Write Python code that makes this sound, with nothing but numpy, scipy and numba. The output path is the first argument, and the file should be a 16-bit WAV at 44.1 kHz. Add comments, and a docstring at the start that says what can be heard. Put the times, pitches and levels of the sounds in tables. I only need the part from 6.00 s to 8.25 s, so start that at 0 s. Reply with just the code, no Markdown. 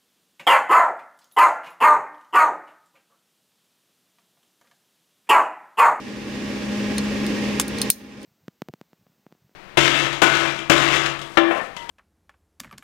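"""In a yard, a ratchet cutter is squeezed through a thick cable while a machine hums and blows some way off.
Each impact of the steel pawl excites the damped modes of the jaws and frame, and the cable fractures
with a short crunch. The machine's fan and motor sound harmonics of the shaft rate over a rush of air.
Automatic gain control ducks at the loud clicks and lets the background swell back;
one last hard snap overloads the microphone."""
import sys
import numpy as np
from scipy import signal
from scipy.fft import rfft, irfft
from scipy.io import wavfile
from scipy.ndimage import uniform_filter1d
from numba import njit

SR = 44100
rng = np.random.default_rng(int(sys.argv[2]) if len(sys.argv) > 2 else 0)


def store_wav(level_fs):
    """Save 16-bit WAV to argv[1]."""
    pcm = np.round(np.clip(np.atleast_2d(level_fs), -1, 1) * 32767)
    wavfile.write(sys.argv[1], SR, pcm.T.astype(np.int16))


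N = 99225
TIME = np.arange(N) / SR
FREQS = np.maximum(np.arange(N // 2 + 1) * SR / N, 1)
SHAFT_HZ, BLADES = 69.23, 3
DIRECT_SIDE_DB, SCATTER_SIDE_DB = -11.5, -0.5  # side minus mid: direct sound is narrow, scatter wide


def pawl():
    """Impact excitation: the pawl drops onto a tooth, jaws and frame ring, and the yard reflects it."""
    # pawl impacts: start_s, gain_db, tilt_db_per_octave, low_ping_lift_db, frame_knock_db
    clicks = [(0.9814, -12, -5.5, 1, -20), (1.2647, -22.5, -4.5, 0, -20), (1.6801, -20, 4, 5, -15),
              (1.7848, -20, -5.5, 3.5, -20), (1.8161, -6.5, -1.5, 4.5, -18), (1.902, 19.5, 6.5, 0, -2.5),
              (2.2155, -29, -5, 0, -20), (2.2298, -22.5, -2, -3, -20)]
    # modes of the steel jaws: pitch_hz, gain_db, t60_s
    jaw_modes = [(3596, -18.5, 0.0216), (4090, -16, 0.026), (4270, -16.5, .045), (4440, -16.5, 0.029),
                 (5080, -19.5, 0.056), (6300, -14.5, 0.017), (7050, -17, 0.018), (8560, -5.5, 0.014),
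                 (8850, -12, 0.019), (9300, -13, 0.023), (9890, -15.5, .026), (10810, -13.5, 0.018),
                 (12070, -16, 0.019), (13250, -24.5, .028), (14400, -21, .018)]
    # modes of the frame: pitch_hz, gain_db, t60_s
    frame_modes = [(1990, -14.5, 0.0067), (2400, -8, 0.0051), (2920, -11.5, 0.0055)]
    # spectrum of the steel contact: frequency_hz, relative_db
    contact_colour = [(300, -19), (1200, -22), (2600, -3), (4300, -7.5), (7600, -14), (9500, 11),
                      (12300, -10.5), (15500, -7.5)]
    # spectrum of its scatter off ground and cable coil: frequency_hz, relative_db
    scatter_colour = [(300, -14), (2800, -5), (4200, 0), (6200, 2.5), (7700, -8.5), (10500, -4.5),
                      (13500, -8), (15500, -9)]
    tail = from_db(-14) * decay(0.075) + from_db(-37) * decay(0.33)  # near scatter, then the yard
    # the scatter carries the jaws' resonances, each 40 Hz in half-width
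    peaks = sum(from_db(db) / (1 + ((FREQS - hz) / 40) ** 2) for hz, db, _ in jaw_modes)
    scatter_db = at_hz(scatter_colour) + 14 * np.log10(peaks / peaks.max() + 0.1)
    out = np.zeros((2, N))
    for start_s, db, slope, ping_db, knock_db in clicks:
        brightness_db = tilt_db(FREQS, slope)
        contact = noise(at_hz(contact_colour) + brightness_db, DIRECT_SIDE_DB) * decay(0.014)
        scatter = noise(scatter_db + brightness_db, SCATTER_SIDE_DB) * tail
        steel = ring(jaw_modes, slope, ping_db) + from_db(knock_db) * ring(frame_modes)
        out += from_db(db) * delayed(steel + from_db(-8.5) * contact + scatter, start_s)
    echo = from_db(-30) * delayed(out, delay_s=0.0162)
    return out + echo


def cable():
    """Fracture: the cable gives under the blade in one dull crack and a few smaller ones close behind."""
    # fractures: start_s, gain_db
    cracks = [(1.5983, -7), (1.6038, -17), (1.6092, -22), (1.6137, -16.5)]
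    # spectrum of a crack: frequency_hz, relative_db
    colour = [(200, -21), (750, -18), (1150, -2), (2200, -2.5), (3000, -5.5), (4300, -5.5), (5200, -1.5),
              (6400, -8), (8200, -2), (10500, -2), (12500, -10), (15500, -19)]
    # modes a crack excites: pitch_hz, gain_db, t60_s
    modes = [(1150, -14, 0.0188), (3610, -11, 0.03), (6410, 0.5, 0.012), (7600, -5, 0.026)]
    out = np.zeros((2, N))
    for start_s, db in cracks:
        burst = noise(at_hz(colour), DIRECT_SIDE_DB) * decay(0.017)
        scatter = noise(at_hz(colour), SCATTER_SIDE_DB) * decay(0.075)
        out += from_db(db) * delayed(burst + ring(modes) + from_db(-9) * scatter, start_s)
    return out


def machine():
    """Frequency modulation: all the machine's tones waver together with its shaft, over the fan's rush."""
    shaft_time = np.cumsum(1 + 0.0014 * drift(5.1)) / SR
    return fan_rush() + blade_tone(shaft_time) + motor(shaft_time)


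def blade_tone(shaft_time):
    """Blade passage: the fan pulses the air at the shaft rate times the number of blades."""
    # course of the tone's level: time_s, level_db
    swell = [(0, -29.5), (0.35, -27), (0.6, -27), (0.75, -23), (1.0, -22.5), (1.3, -25.5), (1.6, -26.5),
             (1.8, -29.5), (2.0, -27), (2.25, -31)]
    balance_db = np.array([[0.8], [-0.8]])
    level_db = np.interp(TIME, *np.transpose(swell)) - 0.05 * drift(8) + balance_db
    return np.sqrt(2) * from_db(level_db) * np.sin(2 * np.pi * BLADES * SHAFT_HZ * shaft_time)


def motor(shaft_time):
    """Periodic vibration: the motor hums at harmonics of the shaft rate, with thin inharmonic whines."""
    # hum: shaft_multiple, level_db
    harmonics = [(1, -47), (2, -44), (6, -39.5), (9, -51.5), (15, -52.5), (24, -55), (27, -45), (28, -56),
                 (30, -61), (33, -47)]
    # whines: pitch_hz, level_db
    whines = [(467, -46), (819, -46), (1232, -53), (1406, -52), (1662, -48.5), (2690, -49.5)]
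    hum_flutter_db, whine_flutter_db = 2.34, 2.5
    tones = [(multiple * SHAFT_HZ, db, hum_flutter_db) for multiple, db in harmonics]
    tones += [(hz, db, whine_flutter_db) for hz, db in whines]
    out = np.zeros((2, N))
    for hz, db, flutter_db in tones:
        spread = min(hz / 1100, 1)  # low tones reach both microphones nearly in phase
        phase = rng.uniform(0, 2 * np.pi) + spread * rng.uniform(-0.69, 1, (2, 1))
        amplitude = np.sqrt(2) * from_db(db + flutter_db * drift(7.95))
        out += amplitude * np.sin(2 * np.pi * hz * shaft_time + phase)
    return out


def fan_rush():
    """Broadband flow noise: interfering reflections leave narrow peaks and dips in the rush of the fan."""
    # spectrum of the rush: frequency_hz, relative_db
    colour = [(25, -34.5), (53, -17), (87, -20), (120, -12.5), (160, -19.5), (200, -9.5), (225, -8.5),
              (265, -5), (300, -9.5), (344, -10), (384, -17), (430, -15.5), (503, -15), (607, -18),
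              (677, -29.5), (800, -24.5), (900, -25.5), (1040, -23), (1330, -29.5), (1600, -25.5),
              (1840, -23.5), (2760, -24.5), (3300, -28), (4370, -30.5), (5730, -32), (8000, -41),
              (14400, -50.5), (16000, -57)]
    # stereo width: frequency_hz, side_minus_mid_db
    width = [(60, -6.5), (130, -13), (290, -10), (640, -6), (1410, -3), (3100, -4), (6820, -1), (15000, 4)]
    # stereo balance: frequency_hz, left_minus_right_db
    balance = [(60, 0), (120, 3.5), (240, -0.5), (480, -0.5), (950, -1), (1890, -5), (3770, -1),
               (7520, 2.5), (15000, 1)]
    # course of the rush's level: time_s, level_db
    swell = [(0, -24.5), (0.5, -24), (1.0, -25), (1.5, -25), (1.68, -26.5), (1.85, -23), (2.02, -24.5),
             (2.14, -26.5), (2.25, -26)]
    level_db = np.interp(TIME, *np.transpose(swell)) + 0.65 * drift(17)
    ripple = np.interp(FREQS / 22, np.arange(4096), rng.standard_normal(4096))  # a new height every 22 Hz
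    ripple_db = 1.6 * ripple * np.minimum(FREQS / 1000, 1)
    return from_db(level_db) * noise(at_hz(colour) + ripple_db, at_hz(width), at_hz(balance))


def ring(modes, slope=0, ping_db=0):
    """Free vibration: struck modes decay, reaching the two microphones slightly out of phase."""
    out = np.zeros((2, N))
    for k, (hz, db, t60_s) in enumerate(modes):
        skew = from_db(DIRECT_SIDE_DB) * rng.standard_normal((2, 1))
        gain = from_db(db + tilt_db(hz, slope) + ping_db * (hz < 6500))
        out += (-1) ** k * gain * decay(t60_s) * np.sin(2 * np.pi * hz * TIME + skew)
    return out


def tilt_db(hz, slope):
    """Spectral tilt about 8 kHz: a harder contact lifts the highs and drops the lows."""
    return slope * np.log2(np.maximum(hz, 2000) / 8000)


def noise(colour_db, side_db, balance_db=0):
    """Spectral shaping: stereo noise of a given colour, width and balance, with an rms of 1."""
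    mid, side = rfft(rng.standard_normal((2, N)))
    sign, width = np.array([[1], [-1]]), from_db(side_db)
    spectrum = (mid + sign * width * side) / np.sqrt(1 + width ** 2)
    x = irfft(spectrum * from_db(colour_db + sign * balance_db / 2), N)
    return x / x.std()


def drift(rate_hz):
    """Random fluctuation: low-passed noise with a standard deviation of 1."""
    slow = irfft(rfft(rng.standard_normal(N)) / (1 + (FREQS / rate_hz) ** 2), N)
    return (slow - slow.mean()) / slow.std()


def decay(t60_s):
    """Exponential damping: an envelope that loses 60 dB in t60_s."""
    return from_db(-60 * np.minimum(TIME / t60_s, 4))


def delayed(x, delay_s):
    """Pure delay: the same sound, later."""
    return np.pad(x, ((0, 0), (int(delay_s * SR), 0)))[:, :N]


def at_hz(points):
    """Interpolation of (frequency_hz, value) points along a logarithmic frequency axis."""
    hz, value = np.transpose(points)
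    return np.interp(np.log(FREQS), np.log(hz), value)


def from_db(db):
    """Decibels to amplitude ratio."""
    return 10 ** (np.asarray(db) / 20)


@njit
def ducking(excess_db, start_db, attack_s, release_s):
    """Attack and release: gain reduction in dB rises fast to meet the excess and ebbs slowly."""
    out, duck_db = np.empty(len(excess_db)), start_db
    for i in range(len(excess_db)):
        lag_s = attack_s if excess_db[i] > duck_db else release_s
        duck_db += (excess_db[i] - duck_db) / (lag_s * SR)
        out[i] = duck_db
    return out


def scene():
    """Superposition: the cutter close by, the machine behind."""
    return pawl() + cable() + machine()


def record(dry):
    """Compression and clipping: the gain starts low and ducks, the snap overloads, the top is cut."""
    threshold_db, ceiling, stopband_hz = -14, 1.5, 16600
    power = uniform_filter1d(np.mean(dry ** 2, axis=0), size=64)
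    level_db = 10 * np.log10(np.maximum(power, 1e-12))
    excess_db = np.maximum(level_db - threshold_db, 0)
    duck_db = ducking(excess_db, start_db=13.0, attack_s=0.0015, release_s=0.7)
    clipped = np.clip(dry * from_db(-duck_db), -ceiling, ceiling)
    low_pass = signal.cheby2(16, 60, stopband_hz, fs=SR, output="sos")
    return signal.sosfilt(low_pass, clipped)


dry = scene()
out = record(dry)
store_wav(out)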